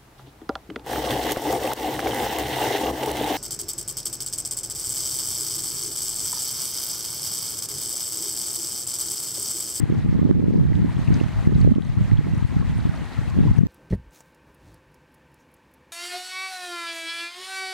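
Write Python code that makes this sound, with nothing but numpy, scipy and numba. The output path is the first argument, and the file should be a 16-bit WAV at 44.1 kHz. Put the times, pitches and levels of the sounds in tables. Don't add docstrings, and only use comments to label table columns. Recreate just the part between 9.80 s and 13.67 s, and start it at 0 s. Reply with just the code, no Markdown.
import sys
import numpy as np
from scipy import signal
from scipy.fft import rfft, irfft
from scipy.io import wavfile
from scipy.ndimage import uniform_filter1d
from numba import njit

SR = 44100
rng = np.random.default_rng(int(sys.argv[2]) if len(sys.argv) > 2 else 0)


def output_pcm(signal):
    pcm = np.clip(np.atleast_2d(signal).T, -1, 1) * 32767
    wavfile.write(sys.argv[1], SR, np.round(pcm).astype(np.int16))


N = 170667

# time in seconds, level in dB.
RIVER_LEVEL = [(0, -41.5), (.3, -41.5), (.6, -44), (.9, -43), (1.2, -39), (1.45, -37.5), (1.65, -37.5),
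               (1.9, -37), (2.1, -37.5), (2.45, -41), (2.7, -40), (3.1, -37.5), (3.4, -38.5), (3.87, -38.5)]
# frequency in Hz, relative level in dB per Hz.
RIVER_COLOUR = [(250, 10), (400, -3), (690, 0.5), (1000, -2.5), (1500, -7), (1900, -2), (2400, -9.5),
                (3300, -13), (4340, -15.5), (5080, -21), (8410, -24), (12000, -33), (15600, -39)]
# frequency in Hz, side (left-right difference) minus mid in dB.
RIVER_WIDTH = [(300, -18.5), (1400, -15), (3000, -13.5), (6000, -9.5), (9000, -12), (13000, -8.5)]
# start in seconds, level in dB before SPLASH_DB is added,
# centre pitch in Hz, length in ms before SPLASH_RING, pitch spread in octaves before SPLASH_SPREAD.
SPLASHES = [(0.0985, -52, 9043.0, 5.1, 0.44), (0.1464, -53, 5424.0, 3.6, 0.23),
            (0.5985, -50, 4300, 3.6, 0.28), (0.9308, -39, 1970, 9.4, 0.27), (0.9533, -54, 7400, 3.6, 0.17),
            (0.953, -41, 3400, 7.3, 0.75), (1.0977, -57, 10043.0, 3.6, 0.29),
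            (1.1891, -54, 8242.0, 3.6, 0.21), (1.2479, -57, 10228.0, 4.4, 0.34),
            (1.2479, -59, 7960, 3.6, 0.35), (1.2744, -36.5, 2570, 12.3, 0.48),
            (1.34, -37.5, 4800, 10.2, 1.39), (1.401, -35.5, 2770, 6.5, 1), (1.7493, -44, 3820.0, 6.5, 0.51),
            (1.784, -51, 7774.0, 5.8, 0.31), (1.8023, -47.5, 6300, 9.4, 1.1),
            (1.8095, -50, 7400, 9.4, 0.43), (1.8139, -41.5, 4420, 7.3, 0.51),
            (1.8585, -46.5, 4131.0, 5.8, 0.83), (1.866, -68, 9427.0, 3.6, 0.23),
            (1.9513, -36, 3262.0, 5.1, 0.46), (2.0136, -52, 7160, 3.6, 0.18),
            (2.0207, -53, 9660.0, 4.4, 0.39), (2.021, -36, 3200, 6.5, 1.5), (2.0497, -74, 9000, 8.7, 0.73),
            (2.0497, -47, 6021.0, 5.1, 0.3), (2.07, -50, 8464.0, 4.4, 0.34), (2.236, -57.4, 6800, 8.0, 0.9),
            (2.3125, -38.2, 1849.0, 5.8, 0.4), (2.3726, -40, 3270, 4.4, 0.51),
            (2.5475, -50, 5752.0, 5.1, 0.67), (2.578, -54, 9400, 5.8, 0.51),
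            (2.6745, -57, 10040.0, 4.4, 0.25), (2.9792, -52, 8700, 11.6, 0.79),
            (3.0041, -43, 3877.0, 5.8, 0.52), (3.1527, -56, 8800, 4.4, 0.22),
            (3.2571, -59, 10326.0, 2.9, 0.28), (3.3323, -45.5, 4600, 8.7, 1.1), (3.5, -49, 7300, 3.6, 0.57),
            (3.5, -50.5, 4900, 7.3, 0.64), (3.5256, -58.0, 8600, 3.6, 0.28),
            (3.7607, -50, 2650.0, 10.2, 0.66), (3.7615, -55.5, 6400, 4.4, 0.39),
            (3.7687, -58, 8767.0, 7.3, 0.22), (3.782, -66, 10729.0, 13.1, 0.73),
            (3.7827, -49.5, 6030, 5.1, 1.2)]
# time in seconds, left port level in dB,
# right port level in dB, brightness in dB (which moves the pitch of the small eddies).
GUSTS = [(0.0, -16.5, -33, -2), (0.07, -29, -27.0, -5), (0.15, -21, -18.5, -6.0), (0.25, -22.5, -23, -12),
         (0.4, -20, -19, -4), (0.5, -15, -13, 2), (0.65, -20, -16, -5), (0.8, -18.0, -16, 0),
         (0.92, -19.5, -15.5, -11), (1.02, -15.5, -19, -2), (1.12, -24, -23, -11),
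         (1.24, -24.0, -20.5, -7.5), (1.33, -15.5, -17.5, -9), (1.42, -25.0, -16.5, -5),
         (1.5, -24, -27, -14.5), (1.59, -22, -26, -18.5), (1.7, -18, -13.5, -6.5),
         (1.8, -13.5, -10.5, -11.5), (1.9, -9, -4.5, -9.0), (1.98, -11.5, -46, -6.0), (2.05, -15, -20, -12),
         (2.14, -22, -24, -10), (2.25, -17, -17, -13), (2.34, -27, -17.5, -15), (2.45, -25, -19, -4),
         (2.55, -22.5, -21, -14.5), (2.68, -25, -31.5, -11.5), (2.8, -16.5, -25, -12.5),
         (2.92, -22, -20, -16), (3.05, -24, -18.5, -13), (3.14, -27.0, -27.5, -9.5),
         (3.22, -24.0, -32, -14), (3.33, -32, -39, -16), (3.42, -24.0, -25.5, -10),
         (3.5, -25.5, -29.0, -16), (3.6, -13.5, -14, -6.0), (3.7, -13, -14.5, -12.5), (3.8, -18, -24, -8.5),
         (3.87, -18, -13.5, -3)]
# time of the middle in seconds, port (-1 left, +1 right),
# level in dB before the snap is added, pitch in Hz, length in cycles (width at half height).
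BUFFETS = [(0.0379, -1.0, -7, 122, 1.1), (0.1012, -1.0, -12, 123, 2.1), (0.1014, 1.0, -5, 219, 0.92),
           (0.1247, 1.0, -4, 148.0, 0.33), (0.2491, -1.0, -7, 152, 0.99), (0.2614, 1.0, -8.5, 200, 0.82),
           (0.289, 1.0, -7, 143, 0.82), (0.298, -1.0, -10.5, 129.0, 0.74), (0.3287, 1.0, -9, 220, 0.9),
           (0.3526, 1.0, -9, 175.0, 1.7), (0.3919, -1.0, -3.5, 145, 0.36), (0.418, 1.0, -4.8, 171.0, 0.8),
           (0.4529, 1.0, -1.5, 170, 0.95), (0.512, 1.0, 1, 220, 0.84), (0.5306, -1.0, -12, 172.0, 2),
           (0.542, 1.0, -19, 173, 0.59), (0.5675, 1.0, -7, 177, 1.1), (0.5983, -1.0, -4, 210, 0.6),
           (0.6411, 1.0, -3, 173, 0.89), (0.6585, 1.0, -8, 197, 1.1), (0.6836, -1.0, -2.8, 198.0, 0.6),
           (0.7068, 1.0, -9.5, 219.0, 0.84), (0.7244, -1.0, -12.5, 193, 2.1),
           (0.7582, 1.0, -7.5, 175.0, 0.69), (0.79, -1.0, -6.5, 170, 1.7), (0.8076, 1.0, -10.5, 156, 1.8),
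           (0.8373, -1.0, -12, 165, 1.4), (0.8539, 1.0, -15, 174, 1.4), (0.9946, -1.0, -12.5, 178, 1.5),
           (1.0274, 1.0, -11.5, 148.0, 0.6), (1.0497, 1.0, -6.5, 177, 0.72),
           (1.169, -1.0, -12.5, 124.0, 1.6), (1.1925, 1.0, -6.5, 137, 0.56),
           (1.2851, -1.0, -2.5, 120, 0.94), (1.306, 1.0, -1.5, 150, 0.77), (1.3228, -1.0, -8, 152, 1.2),
           (1.3644, -1.0, -10, 214, 1.6), (1.4138, 1.0, -5.5, 257, 0.83), (1.6743, 1.0, 0, 195, 0.62),
           (1.676, -1.0, -0.8, 141, 1.1), (1.7219, 1.0, -4, 194, 0.67), (1.7369, -1.0, -6, 114.0, 2),
           (1.757, 1.0, -4, 160, 1.5), (1.7574, -1.0, -2.5, 125.0, 1.3), (1.8044, -1.0, -9, 123, 0.8),
           (1.8151, 1.0, -9, 117.0, 0.6), (1.8491, 1.0, 2, 141, 0.59), (1.8728, -1.0, -1, 147, 3.1),
           (1.876, 1.0, 5, 203, 0.33), (1.921, 1.0, 5.9, 216, 2), (1.9614, 1.0, -0.5, 212, 1.6),
           (1.984, 1.0, 2.8, 226, 0.89), (2.0982, -1.0, -8.6, 126, 2.7), (2.1761, -1.0, -3.5, 110, 1.3),
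           (2.186, 1.0, -5, 142, 0.8), (2.2111, 1.0, -3, 150, 1.4), (2.3193, 1.0, -3, 138, 0.74),
           (2.3375, 1.0, -4, 126, 2.56), (2.389, -1.0, -9.6, 124, 1.3), (2.392, 1.0, -1, 127, 1.24),
           (2.5368, 1.0, -6, 140.0, 0.84), (2.5763, -1.0, -12.5, 124, 1.7), (2.6262, -1.0, -5.5, 132, 1.1),
           (2.6495, -1.0, -5.5, 112, 1.2), (2.7672, -1.0, -6, 147, 0.63), (2.7686, 1.0, -9.5, 149, 2.5),
           (2.8159, -1.0, -11, 132, 0.54), (2.897, -1.0, -14, 144.0, 0.68), (2.9799, -1.0, -13, 107, 1.3),
           (2.9887, 1.0, -9, 144.0, 1.1), (3.0554, -1.0, -7.5, 127, 0.75), (3.0693, 1.0, -8, 151, 0.57),
           (3.0955, 1.0, -9.5, 139.0, 1.3), (3.39, -1.0, -7.9, 108, 0.93), (3.4798, -1.0, -9, 107, 1.04),
           (3.5747, -1.0, -10.5, 187, 4.3), (3.5886, 1.0, -1.5, 195, 0.89), (3.6113, -1.0, -19, 137.0, 0.6),
           (3.6545, -1.0, -4.5, 177, 0.84), (3.6829, -1.0, -6, 115, 3.2), (3.7145, -1.0, -2, 130, 0.72),
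           (3.7907, -1.0, 6.5, 123, 1.07), (3.811, -1.0, 4, 147, 1.5), (3.8359, -1.0, 6.5, 186.0, 1.3)]

SWELL_DB, FLICKER_DB = 1.42, 1.5
SWELL_PER_S, FLICKER_PER_S = 35, 40
RIVER_PAN_DB = .5

FIZZ_PER_S, FIZZ_HZ, FIZZ_SPREAD_OCT, FIZZ_CYCLES = 1300, 1899.5, 0.746, 37
FIZZ_DB, FIZZ_SCATTER_DB = -4.5, 3.5
RING_TILT_DB_OCT = -3

CRACKLE_PER_S, CRACKLE_HZ, CRACKLE_SPREAD_OCT, CRACKLE_CYCLES = 90, 5100, .5, 4.9
CRACKLE_DB, CRACKLE_SCATTER_DB = -21.5, 3

SPLASH_DB, SPLASH_RING, SPLASH_SPREAD, DROPS = 10, 1.6, 0.66, 5
TICK_DB, TICK_CYCLES = -1, 8
GLIDE = 0.051

EDDIES_PER_S, EDDY_HZ, EDDY_SPREAD_OCT, EDDY_OCT_PER_DB = 280, 190.2, 0.49, 0.0567
EDDY_CYCLES, EDDY_SCATTER_DB = 0.92, 3
SNAP_RATIO, SNAP_DB = 1.96, -14
WIND_LOW_HZ = 37

WIDEN = 0.38
CEILING_DB, ATTACK_S, RELEASE_S, CLIP_DB = -3.5, .0008, .3, 0
TOP_HZ = 15780


def amp(db):
    return 10 ** (np.asarray(db) / 20)


def curve(table, col):
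    table = np.array(table, float)
    return np.interp(np.arange(N) / SR, table[:, 0], table[:, col])


def at_hz(table, hz):
    table = np.array(table, float)
    return np.interp(np.log(hz), np.log(table[:, 0]), table[:, 1])


def walk(rate):
    hold = int(SR / rate)
    steps = np.repeat(rng.standard_normal(N // hold + 1), hold)
    smooth = uniform_filter1d(uniform_filter1d(steps, hold), hold)
    return 1.05 * smooth[:N]


def place(times, shapes, lead):
    at = (times * SR).astype(int)[:, None] + np.arange(shapes.shape[1])
    track = np.bincount(at.ravel(), shapes.ravel(), N + 8192)
    return track[lead:N + lead]


def rings(times, db, hz, cycles, glide):
    hz = np.minimum(hz, .3 * SR)
    turn = np.arange(768) / SR * hz[:, None]
    age = turn / np.reshape(cycles, (-1, 1))
    fade = np.minimum(age * 16, 1) * np.exp(-np.log(1000) * age)
    tone = np.sin(2 * np.pi * turn * (1 + glide * np.minimum(age, 1)))
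    return place(times, amp(db)[:, None] * fade * tone, 0)


def scatter(per_s, hz, spread_oct, cycles, scatter_db, tilt_db):
    count = int(per_s * N / SR)
    times, size = rng.random((count, 2)).T
    octs = spread_oct * np.clip(rng.standard_normal(count), -1.6, 2.5)
    db = -scatter_db * np.log(1 - .995 * size) + tilt_db * octs
    out = rings(times * N / SR, db, hz * 2 ** octs, cycles, GLIDE)
    return out / out.std()


def rush():
    out, swell = 0, walk(SWELL_PER_S)
    freqs = np.fft.rfftfreq(N, 1 / SR) + 1
    for hz in 250 * 2 ** np.arange(0, 6.2, 1 / 3):
        bell = np.exp(-(np.log2(freqs / hz) * 4) ** 2)
        band = bell * amp(at_hz(RIVER_COLOUR, freqs))
        mid, side = irfft(rfft(rng.standard_normal((2, N))) * band, N)
        side = amp(at_hz(RIVER_WIDTH, hz)) * side
        gain = amp(SWELL_DB * swell + FLICKER_DB * walk(FLICKER_PER_S))
        out = out + gain * (mid + side * np.array([[1], [-1]]))
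    return out / out.std()


def bubbles():
    fizz = scatter(FIZZ_PER_S, FIZZ_HZ, FIZZ_SPREAD_OCT, FIZZ_CYCLES,
                   FIZZ_SCATTER_DB, RING_TILT_DB_OCT)
    return amp(FIZZ_DB) * fizz


def ice_crumbs():
    crackle = scatter(CRACKLE_PER_S, CRACKLE_HZ, CRACKLE_SPREAD_OCT, CRACKLE_CYCLES,
                      CRACKLE_SCATTER_DB, RING_TILT_DB_OCT)
    return amp(CRACKLE_DB) * crackle


def river():
    water = rush() + bubbles() + ice_crumbs()
    pan = amp([[RIVER_PAN_DB / 2], [-RIVER_PAN_DB / 2]])
    return water * amp(curve(RIVER_LEVEL, 1)) * pan


def ice():
    start, db, hz, ms, spread = np.repeat(np.array(SPLASHES, float), DROPS, axis=0).T
    db = db + SPLASH_DB
    order = np.tile(np.arange(DROPS) / DROPS, len(SPLASHES))
    late, pitch = rng.random((len(start), 2)).T
    ticks = rings(start[::DROPS], db[::DROPS] + TICK_DB, 1.33 * hz[::DROPS], TICK_CYCLES, 0)
    hz = hz * 2 ** (SPLASH_SPREAD * spread * (pitch - .5) * (order > 0))
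    cycles = SPLASH_RING * ms / 1000 * hz / (1 + 1.4 * order)
    times = start + ms / 1400 * order * late
    return ticks + rings(times, db - 6 * order, hz, cycles, GLIDE)


def dip(turn, cycles):
    bell = np.exp(-4 * np.log(2) * (turn / cycles) ** 2)
    return -bell * np.cos(2 * np.pi * turn)


def thumps(times, db, hz, cycles):
    turn = np.arange(-1024, 1024) / SR * hz[:, None]
    snap = amp(SNAP_DB) * dip(SNAP_RATIO * turn, 0.95)
    shape = dip(turn, np.reshape(cycles, (-1, 1))) + snap
    return place(times, amp(db)[:, None] * shape, 1024)


def small_eddies(port):
    count = int(EDDIES_PER_S * N / SR)
    times, size = rng.random((count, 2)).T
    bright = curve(GUSTS, 3)[(times * N).astype(int)]
    octs = EDDY_SPREAD_OCT * rng.standard_normal(count) + EDDY_OCT_PER_DB * bright
    hz = np.clip(EDDY_HZ * 2 ** octs, 40, 900)
    db = -EDDY_SCATTER_DB * np.log(1 - .98 * size)
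    small = thumps(times * N / SR, db, hz, EDDY_CYCLES)
    return small / small.std() * amp(curve(GUSTS, port))


def wind():
    out, big = [], np.array(BUFFETS, float)
    for port in (1, 2):
        mine = big[(big[:, 1] > 0) == (port == 2)]
        buffets = thumps(mine[:, 0], *mine[:, 2:].T)
        out.append(small_eddies(port) + buffets)
    low_cut = signal.butter(1, WIND_LOW_HZ, "high", fs=SR)
    return signal.lfilter(*low_cut, np.array(out))


def scene():
    return river() + ice() + wind()


@njit
def follow(x, rise, fall):
    y, level = np.empty(len(x)), 0.
    for i in range(len(x)):
        level += (x[i] - level) * (rise if x[i] > level else fall)
        y[i] = level
    return y


def record(dry):
    wide = dry - WIDEN * dry[::-1]
    peak = follow(np.abs(wide).max(0), 1 / (ATTACK_S * SR), 1 / (RELEASE_S * SR))
    gain = np.minimum(1, amp(CEILING_DB) / (peak + 1e-9))
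    held = np.clip(wide * gain, -amp(CLIP_DB), amp(CLIP_DB))
    top_cut = signal.ellip(14, .2, 90, TOP_HZ, fs=SR, output="sos")
    return signal.sosfilt(top_cut, held)


dry = scene()
out = record(dry)
output_pcm(out)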